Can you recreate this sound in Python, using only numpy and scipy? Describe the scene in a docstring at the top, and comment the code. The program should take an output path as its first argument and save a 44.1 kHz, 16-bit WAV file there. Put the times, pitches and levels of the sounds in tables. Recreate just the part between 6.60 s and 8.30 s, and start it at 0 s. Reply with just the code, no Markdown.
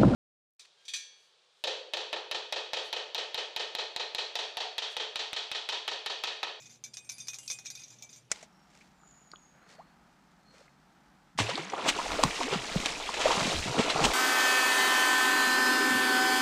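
"""A hand jostles thin metal disc earrings on a rack in a quiet room, over a low appliance hum and faint air noise.
Light touches and small blows come first: crowds of short modes clatter, and discs, hoop and chain ring anew.
From about 0.24 s the blows are mostly stronger; a charm joins at 0.8 s and its hook taps as a short ping.
After 1.2 s most blows are weaker and filtered noise makes a soft brushing, the hand on the cards.
From 1.6 s the pieces come to rest and their ringing is quickly damped."""
import sys
import numpy as np
from scipy import signal
from scipy.fft import rfft, irfft, next_fast_len
from scipy.io import wavfile

SR = 44100
rng = np.random.default_rng(int(sys.argv[2]) if len(sys.argv) > 2 else 0)


def unload_audio(sound):
    """Save the sound as a 16-bit wav file, at the path given as the first command line argument."""
    columns = np.transpose(np.atleast_2d(sound))
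    # keep every value between -1 and 1, then stretch to whole-number steps
    steps = np.round(np.clip(columns, -1, 1) * 32767)
    wavfile.write(sys.argv[1], SR, steps.astype(np.int16))


N = 74970   # length in samples, 1.7 s
TIME_S = np.arange(N) / SR
TOP_HZ = 16000   # nothing is kept above this


def from_db(db):
    """Turn decibels into a gain."""
    return 10 ** (np.asarray(db) / 20)


def at_hz(points, hz):
    """Read a table of (Hz, value) between its points, along log frequency."""
    table = np.array(points)
    return np.interp(np.log(hz), np.log(table[:, 0]), table[:, 1])


def drift(rate_hz):
    """Make a smooth random wander of spread 1: noise through two equal low-pass steps."""
    r = np.exp(-2 * np.pi * rate_hz / SR)
    wander = signal.lfilter([1], [1, -2 * r, r * r], rng.standard_normal(N + SR))[SR:]
    return wander / wander.std()


def filtered(noise, order, hz, kind):
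    """Keep one range of frequencies with a smooth filter."""
    return signal.sosfilt(signal.butter(order, hz, kind, fs=SR, output="sos"), noise)


def ring(clicks, hz, t60_s):
    """Ring one mode: each unit click starts a sine of height 1 that falls 60 dB in t60_s."""
    r = from_db(-60 / (t60_s * SR))
    turn = 2 * np.pi * hz / SR
    # the tiny offset keeps the filter from slowing down on near-zero numbers
    return signal.lfilter([0, np.sin(turn)], [1, -2 * r * np.cos(turn), r * r], clicks + 1e-18)


def clicks_at(start_s, sizes):
    """Place single-sample clicks of the given sizes."""
    out = np.zeros(N)
    out[(start_s * SR).astype(int)] = sizes
    return out


# The colour of the air noise. Each row: frequency in Hz, relative level in dB.
AIR_COLOUR = [(12, -47), (20, 2), (59, -29), (83, -23), (133, 1), (213, -4), (439, -8), (725, -10),
              (1540, -16.5), (3000, -16), (6000, -26.5), (8500, -28), (11500, -37), (13000, -34),
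              (15500, -57)]
AIR_DB, AIR_FLICKER_DB = -67.5, 1
HUM_HZ, HUM_DB, HUM_WAVER_DB = 120, -68.5, 3


def background():
    """Add faint air noise, built from flickering half-octave bands, to a wavering mains hum."""
    edges_hz = 20 * 2 ** np.arange(0, 9.9, .5)
    white = rng.standard_normal((2, N + SR))   # neighbouring bands use different noise
    air = 0
    for k, (low, high) in enumerate(zip(edges_hz, edges_hz[1:])):
        band = filtered(white[k % 2], 2, [low, high], "band")[SR:]
        band_db = at_hz(AIR_COLOUR, np.sqrt(low * high)) + AIR_FLICKER_DB * drift(12)
        air = air + band * from_db(band_db)
    hum = from_db(HUM_DB + HUM_WAVER_DB * drift(54)) * np.sin(2 * np.pi * HUM_HZ * TIME_S)
    return from_db(AIR_DB) * air / air.std() + hum


# Narrow noise beside the hum. Each row: frequency in Hz, width in Hz, level in dB.
DRONE_BANDS = [(145.3, 10.6, -74), (231, 9.1, -78)]


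def drone():
    """Let noise excite narrow resonances, giving unsteady tones from the same appliance."""
    out = np.zeros(N)
    for hz, width_hz, db in DRONE_BANDS:
        t60_s = np.log(1000) / (np.pi * width_hz)   # a narrower band rings longer
        band = ring(rng.standard_normal(N + SR), hz, t60_s)[SR:]
        out += from_db(db) * band / band.std()
    return out


# Strength of the clatter along pitch. Each row: frequency in Hz, relative level in dB.
CLATTER_COLOUR = [(290, -58), (500, -30), (1820, -18), (2390, -6), (2930, -14), (3530, -8), (4200, -10),
                  (4770, -12.5), (5200, -8.5), (6260, -2), (7340, -15.5), (9500, -22.5), (11900, -23.5),
                  (12700, -28.5), (13700, -38), (14450, -29), (15500, -53)]
# How long the clatter rings before chance. Each row: frequency in Hz, time to fall 60 dB in seconds.
CLATTER_DECAY = [(600, 0.075), (2500, 0.038), (6000, 0.053), (9000, 0.093), (15000, 0.043)]
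# Small touches between blows. Each row: time in seconds, relative level in dB, joined by straight lines.
TOUCH_LEVEL = [(0.0, -47.5), (0.052, -43.5), (0.15, -50), (0.2, -78), (0.336, -63), (0.59, -43),
               (0.728, -46), (1.092, -48), (1.182, -44.5), (1.414, -50), (1.566, -48), (1.7, -65.5)]
MODE_COUNT, MODE_SPREAD_DB, T60_SPREAD_DB = 190, 5, 2.5
KNOCK_TOP_HZ, TICK_FROM_HZ = 2200, 8500   # knock below, clatter between, tick above
CLATTER_DB, KNOCK_DB, TICK_DB = -15, 3.5, 2   # one mode, against the level of its part
FOCUS_DB_PER_OCTAVE2 = 7   # the middle part falls off around the centre of each blow
BOUNCES, BOUNCE_SPAN_S = 4, .02
BOUNCE_DB, BOUNCE_LOSS_DB_PER_S, BOUNCE_SPREAD_DB = -6.5, 448, 4.5
TOUCHES_PER_S, TOUCH_DB, TOUCH_SPREAD_DB = 600, -31, 3
RACK_HZ, RACK_T60_S, RACK_DB = 787, 0.2, -14.5   # the rack booms faintly with each knock
THUD_HZ, THUD_T60_S, THUD_DB = 1635, 0.005, 6   # the dull snap under a blow


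def clatter(start_s, clatter_db, centre_hz, knock_db, tick_db):
    """Let blows, their bounces and a random patter of touches excite a dense crowd of short modes."""
    blows = len(start_s)
    place = (np.arange(MODE_COUNT) + rng.random(MODE_COUNT)) / MODE_COUNT
    pitches_hz = 500 + (TOP_HZ - 900) * place ** 1.2

    # each blow is a quick run of contacts: the first one, then weaker bounces
    later_s = np.c_[np.zeros(blows), BOUNCE_SPAN_S * rng.random((blows, BOUNCES))]
    bounce_db = BOUNCE_DB - BOUNCE_LOSS_DB_PER_S * later_s
    bounce_db = bounce_db + BOUNCE_SPREAD_DB * rng.standard_normal(later_s.shape)
    weaker_db = (later_s > 0) * bounce_db

    # each blow favours its own modes; every contact pushes up or down by chance
    favoured = from_db(MODE_SPREAD_DB * rng.standard_normal((blows, 1, MODE_COUNT)))
    shares = favoured * np.sign(rng.standard_normal((blows, BOUNCES + 1, MODE_COUNT)))
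    lasting = from_db(T60_SPREAD_DB * rng.standard_normal(MODE_COUNT))

    touches = np.flatnonzero(rng.random(N) < TOUCHES_PER_S / SR)
    touch_db = np.interp(TIME_S, *np.transpose(TOUCH_LEVEL)) + TOUCH_DB
    touch_db = touch_db + TOUCH_SPREAD_DB * np.minimum(rng.exponential(1, N), 4)
    touch_sizes = from_db(touch_db)[touches]

    parts = np.zeros((3, N))   # knock, clatter, tick
    for k, hz in enumerate(pitches_hz):
        if hz < KNOCK_TOP_HZ:
            part_db = knock_db + KNOCK_DB
        elif hz > TICK_FROM_HZ:
            part_db = tick_db + TICK_DB
        else:
            part_db = clatter_db + CLATTER_DB - FOCUS_DB_PER_OCTAVE2 * np.log2(hz / centre_hz) ** 2
        sizes = from_db(part_db[:, None] + weaker_db) * shares[:, :, k]
        clicks = clicks_at(start_s[:, None] + later_s, sizes)
        clicks[touches] += touch_sizes * rng.standard_normal(len(touches))
        mode = ring(clicks, hz, at_hz(CLATTER_DECAY, hz) * lasting[k])
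        part = int(hz > KNOCK_TOP_HZ) + int(hz > TICK_FROM_HZ)
        # modes made longer by chance start softer, which evens out their energy
        parts[part] += from_db(at_hz(CLATTER_COLOUR, hz)) * mode / np.sqrt(lasting[k])

    out = filtered(parts[0], 2, KNOCK_TOP_HZ, "low")
    out += filtered(parts[1], 4, [KNOCK_TOP_HZ, TICK_FROM_HZ], "band")
    out += filtered(parts[2], 4, TICK_FROM_HZ, "high")

    knocks = clicks_at(start_s, from_db(knock_db) * np.sign(shares[:, 0, 0]))
    out += from_db(RACK_DB) * ring(knocks, RACK_HZ, RACK_T60_S)
    return out + from_db(THUD_DB) * ring(knocks, THUD_HZ, THUD_T60_S)


CRACK_DB, CRACK_T60_S = 1.5, 0.011   # level against the clatter level of the blow


def crack(start_s, clatter_db, centre_hz):
    """Open each blow with a short fading snap at its own centre frequency."""
    out = np.zeros(N + SR)
    t = np.arange(600) / SR
    for start, db, hz in zip((start_s * SR).astype(int), clatter_db, centre_hz):
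        fade = from_db(db + CRACK_DB - 60 * t / CRACK_T60_S)
        rise = np.minimum(t * hz / 2, 1)   # two cycles to full height
        out[start:start + len(t)] += fade * rise * np.sin(2 * np.pi * hz * t)
    return out[:N]


SETTLE_S = 0.00071   # smooths each jump to a new level
SCATTER_DB_PER_OCTAVE = 2.5   # chance in the start levels, growing away from the first mode
WAVER_DB, WAVER_DB_PER_OCTAVE, WAVER_HZ = 2.0, 1.5, 40
BRIGHT_FROM_HZ, BRIGHT_MOST_DB = 6600, 7   # bright blows favour the upper modes
STILL_S, STILL_DB_PER_S = 1.6, 500   # the pieces come to rest against the cards


def piece(modes, start_s, ring_db, bright_db):
    """Reset the modes of a piece at each contact, by chance more unevenly far from the first mode.

    Every mode also has a rough random waver in level.
    """
    last = np.clip(np.searchsorted(start_s, TIME_S) - 1, 0, None)   # the latest contact
    since_s = TIME_S - start_s[last]
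    smooth = np.exp(-1 / (SETTLE_S * SR))
    chance = rng.standard_normal((len(start_s), len(modes)))
    rest_db = STILL_DB_PER_S * np.clip(TIME_S - STILL_S, 0, None)
    out = np.zeros(N)
    for k, (hz, db, t60_s) in enumerate(modes):
        octaves = abs(np.log2(hz / modes[0][0]))
        start_db = ring_db + db + SCATTER_DB_PER_OCTAVE * octaves * chance[:, k]
        if hz > BRIGHT_FROM_HZ:
            start_db = start_db + np.clip(bright_db, -BRIGHT_MOST_DB, BRIGHT_MOST_DB)
        waver_db = (WAVER_DB + WAVER_DB_PER_OCTAVE * octaves) * drift(WAVER_HZ)
        fade_db = 60 * np.abs(since_s) / t60_s
        level = (since_s >= 0) * from_db(start_db[last] + waver_db - rest_db - fade_db)
        level = signal.lfilter([1 - smooth], [1, -smooth], level)
        out += level * np.sin(2 * np.pi * (hz * TIME_S + rng.random()))
    return out


# Modes of the five pieces, before chance and waver.
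# Each row: frequency in Hz, relative level in dB, time to fall 60 dB in seconds.
DISC_ONE_MODES = [(2490, 0, .32), (10640, -28, .2), (12050, -24, .16), (13040, -28, .3), (14430, -24, .15)]
DISC_TWO_MODES = [(2324, 0, .19), (4555, -14, .14), (5450, -8, .09), (5968, -5, .13), (6125, -1, .12),
                  (6790, -3, .14), (7900, -11, .15), (8974, -15, .2), (11210, -17, .1), (13940, -26, .15),
                  (14830, -26, .12)]
HOOP_MODES = [(4753, 0, 1.2), (4958, -3, 1.0), (10200, -6, .6)]
SMALL_DISC_MODES = [(3623, 0, .15), (3483, -6, .12), (5290, -3, .09), (5785, 3, .13), (6178, 1, .12),
                    (6430, -4, .13), (6480, 2, .14), (11890, -20, .1)]
EAR_WIRE_MODES = [(8622, -6, .4), (8629, 0, .5), (9114, -14, .15), (11493, -14, .12), (13388, -22, .2),
                  (7587, -3, .35)]
# The blows between the pieces, as levels before the settings of each part.
# Each row: start in seconds, clatter in dB, clatter centre in Hz, dull knock in dB, bright tick in dB,
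# then the ring in dB of disc one, disc two, hoop, small disc and ear wire.
BLOWS = [(0.001, -53, 6800, -68, -79, -59, -60, -82, -65, -93.0),
         (0.0217, -47.5, 5800, -70, -83, -60, -76, -66, -64, -75),
         (0.0558, -71, 5000, -68, -92, -64, -82, -70, -56, -79),
         (0.063, -50, 5600, -81, -88, -64, -80, -89, -76, -72),
         (0.096, -55, 5350, -68, -86, -94, -71, -59.5, -63, -79),
         (0.106, -54, 5940, -70, -66, -80, -77, -77, -65, -69),
         (0.122, -55, 6260, -88, -79, -71, -89, -70, -80, -67),
         (0.14, -54, 6300, -79, -83, -79.0, -89, -70, -70, -77),
         (0.156, -57, 5640.0, -74, -73, -78, -81, -105, -76, -90),
         (0.239, -32.5, 6140, -61.5, -49.5, -57, -49.5, -78, -57, -76),
         (0.263, -47, 5700, -65, -62.5, -82, -63.5, -69, -57.5, -69),
         (0.336, -43.5, 5560, -65, -68, -66, -63, -68, -67, -66.0),
         (0.3398, -39.5, 5450, -70, -60, -60, -82, -61, -66, -50.5),
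         (0.37, -33.5, 5250, -54.5, -54, -54.5, -62, -72, -51.5, -48.5),
         (0.447, -55.5, 5770, -87, -72, -62, -67, -87, -83, -58),
         (0.492, -40, 5100, -55, -60, -42.5, -59, -62, -49, -63),
         (0.4966, -31, 5880, -54.5, -49, -54, -48.5, -69, -78, -50),
         (0.518, -39.5, 6800, -64.5, -50, -74, -58, -56.5, -56, -74),
         (0.5821, -41, 6000, -59, -53, -53.5, -91, -58.0, -85, -60.5),
         (0.6015, -47, 5100, -62, -62, -61, -60, -56, -47.5, -55),
         (0.671, -41, 5350, -58.5, -60.5, -68, -56, -53, -76, -47),
         (0.6832, -27.5, 5180, -49.5, -46.5, -48, -77, -76, -45, -50),
         (0.7337, -36.5, 6160, -52, -54.5, -45.5, -49.5, -81, -77, -71),
         (0.7428, -33, 5780, -61, -50.5, -77, -77, -84, -56, -68),
         (0.786, -35.5, 7530, -56.5, -51.5, -66, -73, -68, -61, -63),
         (0.83, -50, 6000, -70, -62, -77, -79, -67, -76, -62),
         (0.86, -55, 6940.0, -65, -66.5, -77.0, -81, -82, -86, -59),
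         (0.8782, -30, 5490, -70, -48.5, -45.5, -68, -51, -61, -52),
         (0.9005, -32, 5100, -50, -48.5, -77, -44.5, -47, -39.5, -65),
         (0.913, -28, 5950, -59.5, -43, -45, -84, -61, -50, -46.5),
         (0.9878, -39.5, 5370, -52, -54.5, -59.5, -63, -88, -54.5, -68),
         (1.051, -49.5, 6070, -64, -61, -78, -58, -76, -55.5, -72),
         (1.058, -34, 5350, -56.5, -53, -47, -87, -72, -84, -60),
         (1.066, -34.5, 5240, -84, -91, -68, -54.5, -78, -49, -85),
         (1.1022, -34, 5640, -55, -49.5, -56.5, -72, -57, -60, -54),
         (1.1522, -37.5, 6200, -59.5, -55, -81, -57.5, -76, -53.5, -70),
         (1.174, -45.5, 4870, -71, -66, -53.5, -66, -58, -85, -65),
         (1.195, -44.5, 5800, -60, -66.0, -61, -86, -74, -57, -56.5),
         (1.218, -51, 5700, -63.5, -76, -57, -64, -56, -61, -84),
         (1.2358, -39.5, 6040, -74, -69, -85, -62.5, -79, -56, -77),
         (1.263, -52, 6100, -81, -81, -75, -85, -65, -93, -80),
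         (1.281, -48, 5530, -83, -81, -78, -76, -82, -69, -81),
         (1.3034, -48, 5900, -68.5, -77, -66, -80, -62.5, -65, -75.0),
         (1.335, -52, 6460, -67, -85, -80, -71, -75, -86, -80),
         (1.386, -56, 6100, -74, -102, -77, -69, -78, -64.5, -83),
         (1.4235, -35.5, 6140, -69, -59, -62, -51.5, -80, -64, -85),
         (1.44, -57, 5600, -77, -97, -80, -55.5, -90, -82, -78),
         (1.492, -56, 5050, -68, -82, -60, -81, -74, -57, -74),
         (1.499, -52, 5850, -66.5, -74, -68, -77, -64, -84, -61),
         (1.529, -42.5, 6170, -64, -67, -70, -74, -71, -59, -65),
         (1.56, -52, 6130, -67, -86, -89, -66.5, -70, -68, -58.5)]
PLAIN_TICK_DB = -12.5   # tick against clatter in a blow that is neither bright nor dull


def earrings():
    """Let every blow clatter, snap and set the discs, hoop and ear wire ringing anew."""
    start_s, clatter_db, centre_hz, knock_db, tick_db, *rings_db = np.transpose(BLOWS)
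    out = clatter(start_s, clatter_db, centre_hz, knock_db, tick_db)
    out = out + crack(start_s, clatter_db, centre_hz)
    bright_db = tick_db - clatter_db - PLAIN_TICK_DB
    pieces = (DISC_ONE_MODES, DISC_TWO_MODES, HOOP_MODES, SMALL_DISC_MODES, EAR_WIRE_MODES)
    for modes, ring_db in zip(pieces, rings_db):
        out = out + piece(modes, start_s, ring_db, bright_db)
    return out


# Modes of the chain. Each row: frequency in Hz, relative level in dB, time to fall 60 dB in seconds.
CHAIN_MODES = [(7125, 0, .3), (6750, -3, .2), (7145, -5, .25), (7585, -6, .3), (12070, -20, .2),
               (14430, -24, .3)]
# Contacts of the chain. Each row: start in seconds, ring level in dB before the mode levels.
CHAIN_HITS = [(.001, -57.5), (.056, -64), (.106, -60.5), (.14, -71), (.239, -57.5), (.34, -75),
              (.4966, -58), (.582, -74), (.6832, -61), (.7428, -60), (.8782, -60), (.913, -49),
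              (1.058, -66), (1.1022, -56), (1.195, -76), (1.281, -66), (1.3034, -59), (1.335, -68),
              (1.4235, -66), (1.499, -60), (1.529, -64), (1.56, -57.5)]


def chain():
    """Ring the modes of the chain anew at each of its contacts."""
    return piece(CHAIN_MODES, *np.transpose(CHAIN_HITS), 0)


# Modes of the charm. Each row: frequency in Hz, relative level in dB, time to fall 60 dB in seconds.
CHARM_MODES = [(2825, 0, .25), (6715, -3, .25), (6804, -2, .27), (7424, -9, .3), (7620, -8, .15),
               (7900, -6, .25), (7994, -2, .5), (8188, -7, .25), (10120, -7, .22), (12900, -16, .13)]
# Contacts of the charm. Each row: start in seconds, ring level in dB before the mode levels.
CHARM_HITS = [(0.786, -54), (.832, -59), (.859, -70), (.8784, -81)]
# The charm taps its hook. Each row: start in seconds, level in dB.
HOOK_TAPS = [(0.8324, -50.5), (0.86, -56), (.955, -55)]
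PING_HZ, PING_T60_S = 3090, 0.03


def charm():
    """Ring a small charm at its contacts, with a single short mode for each tap on its hook."""
    start_s, db = np.transpose(HOOK_TAPS)
    taps = ring(clicks_at(start_s, from_db(db)), PING_HZ, PING_T60_S)
    return piece(CHARM_MODES, *np.transpose(CHARM_HITS), 0) + taps


# The hand brushes the cards. Each row: time in seconds, level in dB; the gains are joined by straight lines.
RUSTLE_LEVEL = [(1.27, -85), (1.302, -88), (1.324, -69), (1.386, -70.5), (1.4, -83), (1.424, -66.5),
                (1.5, -83)]
RUSTLE_LOW_HZ, RUSTLE_HIGH_HZ, RUSTLE_GRAIN_DB = 560, 1050, 3


def rustle():
    """Make a soft, low brushing from a band of noise with a grainy level."""
    start_s, db = np.transpose(RUSTLE_LEVEL)
    noise = filtered(rng.standard_normal(N), 2, [RUSTLE_LOW_HZ, RUSTLE_HIGH_HZ], "band")
    noise = noise * from_db(RUSTLE_GRAIN_DB * drift(51))
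    return noise / noise.std() * np.interp(TIME_S, start_s, from_db(db), left=0, right=0)


ROOM_T60_S, ROOM_DB, WALL_CUT_HZ = 0.2, -17, 3760


def room(x):
    """Echo a sound through eight feedback delays that grow duller on every round."""
    size = next_fast_len(N + SR)
    hz = np.arange(size // 2 + 1) * SR / size
    echo = 0
    for k, lag_s in enumerate(rng.uniform(.008, 0.027, 8)):
        loss = from_db(-60 * lag_s / ROOM_T60_S) / np.sqrt(1 + (hz / WALL_CUT_HZ) ** 4)
        loop = loss * np.exp(-2j * np.pi * hz * lag_s)
        echo = echo + (-1) ** k * loop / (1 - loop)   # the sum of all rounds
    return irfft(rfft(x, size) * echo, size)[:N]


def scene():
    """Put the jewellery in its room, over the brushing and the background."""
    metal = earrings() + chain() + charm()
    in_room = metal + from_db(ROOM_DB) * room(metal)
    return (background() + drone() + in_room + rustle())[None]


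MIC_LOW_HZ = 48.4


def record(dry):
    """Lose the deep bass, as a small microphone does, and cut the top steeply."""
    bass_cut = filtered(dry, 2, MIC_LOW_HZ, "high")
    return signal.sosfilt(signal.cheby2(12, 60, TOP_HZ, fs=SR, output="sos"), bass_cut)


dry = scene()
out = record(dry)
unload_audio(out)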